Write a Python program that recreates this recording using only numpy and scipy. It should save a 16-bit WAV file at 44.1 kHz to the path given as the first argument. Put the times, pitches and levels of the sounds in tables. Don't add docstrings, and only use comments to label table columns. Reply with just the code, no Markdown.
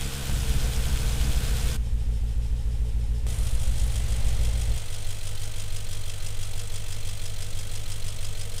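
import sys
import numpy as np
from scipy import signal
from scipy.fft import rfft, irfft, next_fast_len
from scipy.io import wavfile
from scipy.ndimage import map_coordinates

SR = 44100
rng = np.random.default_rng(int(sys.argv[2]) if len(sys.argv) > 2 else 0)


def unload_wav(signal):
    wavfile.write(
        sys.argv[1],
        SR,
        np.round(np.clip(np.atleast_2d(signal).T, -1, 1) * 32767).astype(np.int16),
    )


N = 379260

# start_s, end_s, cycle_start_s (a moment when an engine cycle begins)
FAST, TAIL, SLOW = (0, 1.767, .1065), (.297, 4.775, .4459), (3.267, 8.7, 3.4524)
CYLINDER_STRENGTHS = [(0.18, 0.0066, 0.0082), (0.41, 1.1, 0.39), (0.41, 0.65, 0.7), (0.35, 0.37, 0.7),
                      (0.5, 0.57, 0.24), (0.33, 0.36, 0.15), (0.58, 0.74, 0.97), (0.54, 0.23, 0.52)]
# pitch_hz, level_db
CLICK_COLOUR = [(500, -24), (1500, -8.5), (3200, 2), (4500, -5), (5600, -0.5), (6800, 2.5), (7500, 2.5),
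                (8300, 4.5), (8950, 6), (9230, 2.5), (9550, 0), (10300, -2.5), (12000, -8.5), (15500, -16)]
KNOCK_COLOUR = [(600, -21), (1500, -16), (2000, -8), (2600, -5.5), (2800, -14), (3150, 0), (3260, 0),
                (3380, -0.5), (3550, -4.5), (3800, -6), (4080, -5), (4400, -7), (8000, -15.5), (15000, -15)]
TAPPET_COLOUR = [(1000, -10), (3000, -11.5), (4600, -11.5), (4930, 4.5), (5050, -2), (5150, 4.5),
                 (5500, -14), (5950, 1), (6200, -7.5), (9000, -12.5), (15000, -39)]
TICK_COLOUR = [(2500, -21), (3850, -11), (4020, -1.5), (4230, -1.5), (4400, -20), (9000, -46)]


def amp(db):
    return 10 ** (np.asarray(db) / 20)


def unit(x):
    return x / np.sqrt(np.mean(x ** 2) + 1e-20)


def clock():
    return np.arange(N) / SR


def curve(points):
    return np.interp(clock(), *np.transpose(points))


def wobble(rate):
    points = rng.standard_normal(int(N * rate / SR) + 4)
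    return map_coordinates(points, [clock() * rate], order=1)


def filtered(x, response):
    size = next_fast_len(N + SR // 2)
    hz = np.fft.rfftfreq(size, 1 / SR)
    return irfft(rfft(x, size) * response(hz), size)[:N]


def resonate(x, modes):
    def response(hz):
        return sum((-1) ** k * amp(db) * 1j * hz * width / (pitch ** 2 - hz ** 2 + 1j * hz * width)
                   for k, (pitch, width, db) in enumerate(modes))
    return filtered(x, response)


def tint(x, colour, ripple_db):
    pitches, levels = np.transpose(colour)
    grid_hz = np.arange(0, SR / 2, 55)
    ripple = ripple_db * rng.standard_normal(len(grid_hz))

    def response(hz):
        db = np.interp(np.log(hz + 1), np.log(pitches), levels) + np.interp(hz, grid_hz, ripple)
        bass_cut = np.minimum(hz / pitches[0], 1) ** 2
        return unit(amp(db) * bass_cut)
    return filtered(x, response)


def noise(colour):
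    return tint(rng.standard_normal(N), colour, ripple_db=1)


def ringing_noise(modes):
    return unit(resonate(rng.standard_normal(N), modes))


def cycles(rpm, spot, sway=0, latest=0):
    count = np.cumsum(rpm) / (120 * SR)
    count -= np.interp(spot[2], clock(), count)
    return count - sway * np.cos(2 * np.pi * (count - latest))


def evenly(values, lag=0):
    return np.column_stack([np.arange(len(values)) / len(values) + lag, values])


def strokes(cycle, table):
    laps = np.arange(np.floor(cycle[0]), np.ceil(cycle[-1]))
    rows = np.tile(np.asarray(table, float), (len(laps), 1))
    place = np.repeat(laps, len(table)) + rows[:, 0]
    inside = (place > cycle[0]) & (place < cycle[-1])
    return np.interp(place[inside], cycle, clock()), rows[inside, 1]


def impulses(times, sizes):
    samples = np.clip(np.round(times * SR).astype(int), 0, N - 1)
    return np.bincount(samples, sizes, N)


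def heard(spot, fade_s=.008):
    start_s, end_s, _ = spot
    return (clock() >= start_s) * np.clip((end_s - clock()) / fade_s + .5, 0, 1)


def distance(settle_s):
    return np.exp(-np.maximum(clock() - SLOW[0], 0) / settle_s)


def hood_echo(x, far_s=.00142, near_s=.000586):
    far = distance(settle_s=1.34)
    delay_s = near_s + (far_s - near_s) * far
    echo = map_coordinates(x, [(clock() - delay_s) * SR], order=3)
    gain = .12 * np.sqrt(far)
    return (x + gain * echo) / np.sqrt(1 + gain ** 2)


def snap(start_s, db, decay_s):
    age = clock() - start_s
    return amp(db) * (age >= 0) * np.exp(-np.abs(age) / decay_s)


def whine():
    # pitch_hz, level_db
    tones = [(2003.3, -68), (4006.4, -73), (6010, -67)]
    return sum(amp(db + 1.2 * wobble(3.85)) * np.sqrt(2) * np.sin(2 * np.pi * hz * clock())
               for hz, db in tones)


def hum(rpm, per_cycle, db):
    phase = 2 * np.pi * per_cycle * np.cumsum(rpm) / (120 * SR) + .45 * wobble(45)
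    return amp(db + 2.2 * wobble(30)) * np.sqrt(2) * np.sin(phase)


def sizzle():
    # pitch_hz, width_hz, level_db
    band = [(9500, 1700, 0)]
    hiss = unit(ringing_noise(band) * amp(4.5 * wobble(350)))
    return amp(-49) * distance(settle_s=1.3) * hiss


def fast_rush():
    # pitch_hz, level_db
    colour = [(330, 0.5), (560, -1), (660, 2.5), (780, 0.5), (1030, -2.5), (1400, -0.5), (1960, -2.5),
              (3220, 1), (5700, -5), (7800, -5.5), (8650, -6), (9500, -6.5), (14700, -11.5), (15500, -16)]
    # pitch_hz, width_hz, level_db
    hollows = [(435, 21, 4), (509, 23, 8), (643, 12, 4), (1123, 22, -3), (1440, 16, 1), (1530, 36, 6),
               (2520, 120, 1.5), (3500, 110, -1)]
    return amp(-39.5) * noise(colour) + amp(-48.5) * ringing_noise(hollows)


def distant_rush():
    # pitch_hz, level_db
    colour = [(150, -4), (250, -14.5), (398, -25), (434, -9), (482, -19), (544, -9), (583, -25.5),
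              (717, -19), (781, -17.5), (1030, -23.5), (3160, -21.5), (4470, -27), (5220, -28), (8620, -26),
              (15500, -39)]
    return amp(-50.5) * noise(colour)


def slow_rush(pass_at_s=4.27, half_pass_s=.56):
    # pitch_hz, level_db
    colour = [(230, 2), (340, 1), (480, -2), (700, 1), (1000, -2.5), (1800, -3), (3200, -1), (5400, -6.5),
              (8800, -7), (10200, -14), (15500, -26)]
    # pitch_hz, width_hz, level_db
    front_hollows = [(465, 31, 2), (638, 67, -4.5), (1270, 70, -9.5), (1545, 42, -12), (2670, 91, -10)]
    side_hollows = [(530, 53, 4.5), (700, 40, 2), (815, 42, -3), (2090, 160, -3)]
    low_boom = [(186, 32, 0)]
    beside = 1 / (1 + ((clock() - pass_at_s) / half_pass_s) ** 2)
    rush = amp(-49 + 3.5 * beside) * noise(colour)
    front = amp(-52.5) * ringing_noise(front_hollows) + amp(-57) * ringing_noise(low_boom)
    side = amp(-51.5) * ringing_noise(side_hollows)
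    return rush + amp(-4 * beside) * front + beside * side


def rattle(cycle, hits, colour, rise_s):
    times, levels_db = strokes(cycle, hits)
    sizes = amp(levels_db + .7 * rng.standard_normal(len(times)))
    rises = np.arange(SR // 8) / SR / rise_s
    swell = (rises * np.exp(1 - rises)) ** 3
    power = signal.fftconvolve(impulses(times, sizes ** 2), swell)[:N]
    grit = unit(rng.standard_normal(N) * amp(2.2 * wobble(1500)))
    return tint(np.sqrt(np.abs(power)) * grit, colour, ripple_db=1.7)


def tap(cycle, places, levels_db, colour, decay_s, alike):
    contact_s, bounce_s, bounce_db = .0005, .0042, -1
    age = np.arange(SR // 12) / SR

    def contact(delay_s):
        since = np.maximum(age - delay_s, 0)
        return (1 - np.exp(-since / contact_s)) * np.exp(-since / decay_s)
    shape = np.sqrt(contact(0) + amp(bounce_db) ** 2 * contact(bounce_s))
    taps = np.zeros(N + len(age))
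    for place, db in zip(places, levels_db):
        own_grit = rng.standard_normal(len(age))
        for start_s in strokes(cycle, [(place, db)])[0]:
            burst = np.sqrt(alike) * own_grit + np.sqrt(1 - alike) * rng.standard_normal(len(age))
            start = int(start_s * SR)
            taps[start:start + len(age)] += amp(db + .7 * rng.standard_normal()) * shape * burst
    return tint(taps[:N], colour, ripple_db=1)


def distant_tappet(cycle):
    # pitch_hz, level_db
    colour = [(1500, -20), (3100, -0.5), (4400, -6), (5250, 2.5), (6000, -9), (9000, -5), (15000, -25)]
    return rattle(cycle, [(.53, -55)], colour, rise_s=.043)


def pipe_rattle(cycle):
    # pitch_hz, level_db
    colour = [(700, -22), (810, 7), (900, 3), (1050, -36), (3000, -40)]
    return rattle(cycle, [(.846, -57)], colour, rise_s=.011)


def valve_hits(lead, swing_db, loudest):
    place = np.arange(len(CYLINDER_STRENGTHS)) / len(CYLINDER_STRENGTHS) - lead
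    return np.column_stack([place, swing_db * np.cos(2 * np.pi * (place - loudest))])


def fast_valves(cycle):
    click_hits = valve_hits(lead=.031, swing_db=1.5, loudest=.59)
    knock_hits = valve_hits(lead=.016, swing_db=9.5, loudest=.22)
    closing_hits = valve_hits(lead=.0633, swing_db=9, loudest=.23)
    clicks = amp(-41.5) * rattle(cycle, click_hits, CLICK_COLOUR, rise_s=.0037)
    knocks = amp(-45) * rattle(cycle, knock_hits, KNOCK_COLOUR, rise_s=.0021)
    closings = amp(-44) * rattle(cycle, closing_hits, CLICK_COLOUR, rise_s=.00087)
    loose_tappet = rattle(cycle, [(.4, -44.5)], TAPPET_COLOUR, rise_s=.012)
    light_tick = rattle(cycle, [(.07, -47)], TICK_COLOUR, rise_s=.0062)
    return clicks + knocks + closings + loose_tappet + light_tick


def slow_valves(cycle):
    places = np.array([.092, .212, .337, .46, .585, .725, .854, .91, .985])
    # click_db, knock_db, tick_db
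    levels = [(-36.5, -42, -53), (-40.5, -42.5, -64), (-40.5, -42.5, -48.5), (-43.5, -45.5, -67),
              (-40, -44.5, -56), (-45.5, -40.5, -45), (-41.5, -41.5, -62), (-46, -54, -62),
              (-39.5, -40, -60)]
    click_db, knock_db, tick_db = np.transpose(levels)
    cover_lag = .008
    clicks = tap(cycle, places, click_db, CLICK_COLOUR, decay_s=.0036, alike=.44)
    knocks = tap(cycle, places + cover_lag, knock_db, KNOCK_COLOUR, decay_s=.0037, alike=.58)
    ticks = tap(cycle, places, tick_db, TICK_COLOUR, decay_s=.0031, alike=.7)
    tappets = tap(cycle, places, click_db - 15, TAPPET_COLOUR, decay_s=.0058, alike=.5)
    loose_tappet = tap(cycle, [.095], [-37.5], TAPPET_COLOUR, decay_s=.0051, alike=.78)
    far = distance(settle_s=.66)
    clatter = hood_echo(amp(.5 * far) * clicks) + amp(-10.5 * far) * (knocks + ticks)
    return clatter + amp(-10.5 * distance(settle_s=2.5)) * (tappets + loose_tappet)


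def firing(cycle, firings, body, scatter_db, cutoff_hz):
    times, strength = strokes(cycle, firings)
    size_error, time_error = rng.standard_normal((len(times), 2)).T
    gap_samples = np.mean(np.diff(times)) * SR
    sizes = strength * amp(scatter_db * size_error) * gap_samples
    pulses = impulses(times + .00012 * time_error, sizes)
    softened = filtered(pulses, lambda hz: 1 / (1 + (hz / cutoff_hz) ** 4))
    return resonate(softened, body)


def gas_puffs(cycle):
    puffs_db = [-1.5, -18, -17, 3.5, 1.5, 2.5, -3.5, 2.5]
    # pitch_hz, width_hz, level_db
    tip_modes = [(438, 29, -63), (533, 26, -68.5), (660, 36, -75.5)]
    # pitch_hz, level_db
    gas_colour = [(280, -10), (350, 3), (440, -10), (540, 2), (680, -4), (820, -2.5), (1100, -29),
                  (3000, -25.5)]
    tip = firing(cycle, evenly(amp(puffs_db), lag=.0055), tip_modes, scatter_db=1.2, cutoff_hz=1500)
    gas = rattle(cycle, evenly(puffs_db, lag=-.0039), gas_colour, rise_s=.0034)
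    return tip + amp(-56.5) * gas


def fast_bay():
    # pitch_hz, width_hz, level_db
    body = [(14.1, 8.8, -12), (38.2, 27.4, -21.5), (84.6, 8.4, -21.5), (137.7, 24, -34),
            (206.5, 15.3, -37.5), (273, 60, -51), (303.2, 4.5, -34), (447, 13, -61), (633, 16, -56)]
    start_rpm, drift_rpm_per_s, swing_rpm, period_s, crest_s = 1005, 3, 6.8, 2.013, 1.8
    swing = swing_rpm * np.cos(2 * np.pi * (clock() - crest_s) / period_s)
    rpm = start_rpm + drift_rpm_per_s * clock() + swing
    cycle = cycles(rpm, FAST, sway=.0066, latest=.17)
    strength = np.transpose(CYLINDER_STRENGTHS)[0]
    throb = firing(cycle, evenly(strength), body, scatter_db=2.7, cutoff_hz=1200)
    return throb + fast_valves(cycle) + fast_rush() + hum(rpm, per_cycle=54.6, db=-51)


def tailpipe():
    # pitch_hz, width_hz, level_db
    pipe = [(12.7, 3.92, -17), (41.8, 6.3, -17), (49.74, 10.74, -14), (49.46, 4.1, -10.5), (68, 4.3, -30.5),
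            (91.3, 37.3, -33), (116.85, 6.6, -31), (168.8, 4.8, -45), (215.25, 5, -38.5),
            (217.3, 13.1, -36.0), (220, 47, -46.5), (315.8, 5.1, -52)]
    # time_s, speed_rpm
    speeds = [(0.3, 834.3), (1.2, 830.9), (1.55, 832.7), (1.8, 840.8), (2.1, 813.3), (2.5, 830.4),
              (3.05, 819.6), (3.55, 834.5), (3.85, 827.6), (4.1, 840.1), (4.45, 814.9), (4.75, 836.4)]
    rpm = curve(speeds)
    cycle = cycles(rpm, TAIL, sway=.0093, latest=.17)
    strength = np.transpose(CYLINDER_STRENGTHS)[1]
    chug = firing(cycle, evenly(strength, lag=.0403), pipe, scatter_db=1.04, cutoff_hz=785)
    exhaust = chug + gas_puffs(cycle) + pipe_rattle(cycle)
    return exhaust + distant_tappet(cycle) + hum(rpm, per_cycle=63, db=-60.5) + distant_rush()


def slow_bay():
    # pitch_hz, width_hz, level_db
    body = [(10.46, 21.34, -14), (19.3, 17.48, -13), (52.1, 5.3, -35.5), (81, 6.9, -31),
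            (95.17, 4.7, -32.5), (104.5, 7, -34.5), (139.2, 8.1, -42.5), (145.3, 45, -46),
            (167.3, 22, -52.5)]
    # time_s, speed_rpm
    speeds = [(3.3, 719.4), (3.8, 741.5), (4.3, 729.7), (4.8, 731.5), (5.25, 730.6), (5.6, 732.8),
              (5.9, 720.7), (6.1, 712.3), (6.4, 727.9), (6.7, 731.9), (7.0, 721.2), (7.25, 717.4),
              (7.55, 725.0), (7.9, 732.3), (8.25, 730.4), (8.6, 703.8)]
    rpm = curve(speeds)
    uneven_cycle = cycles(rpm, SLOW, sway=.012, latest=.848)
    strength = np.transpose(CYLINDER_STRENGTHS)[2]
    throb = firing(uneven_cycle, evenly(strength, lag=-.0281), body, scatter_db=1, cutoff_hz=600)
    return throb + slow_valves(cycles(rpm, SLOW)) + slow_rush() + hood_echo(sizzle()) + whine()


def scene():
    engine = heard(FAST) * fast_bay() + heard(TAIL) * tailpipe() + heard(SLOW) * slow_bay()
    to_tail = snap(TAIL[0], db=-34, decay_s=.0034)
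    to_bay = snap(SLOW[0], db=-32, decay_s=.0016)
    return (engine + to_bay - to_tail)[None]


def record(dry):
    return filtered(dry[0], lambda hz: hz < 15600)[None]


dry = scene()
out = record(dry)
unload_wav(out)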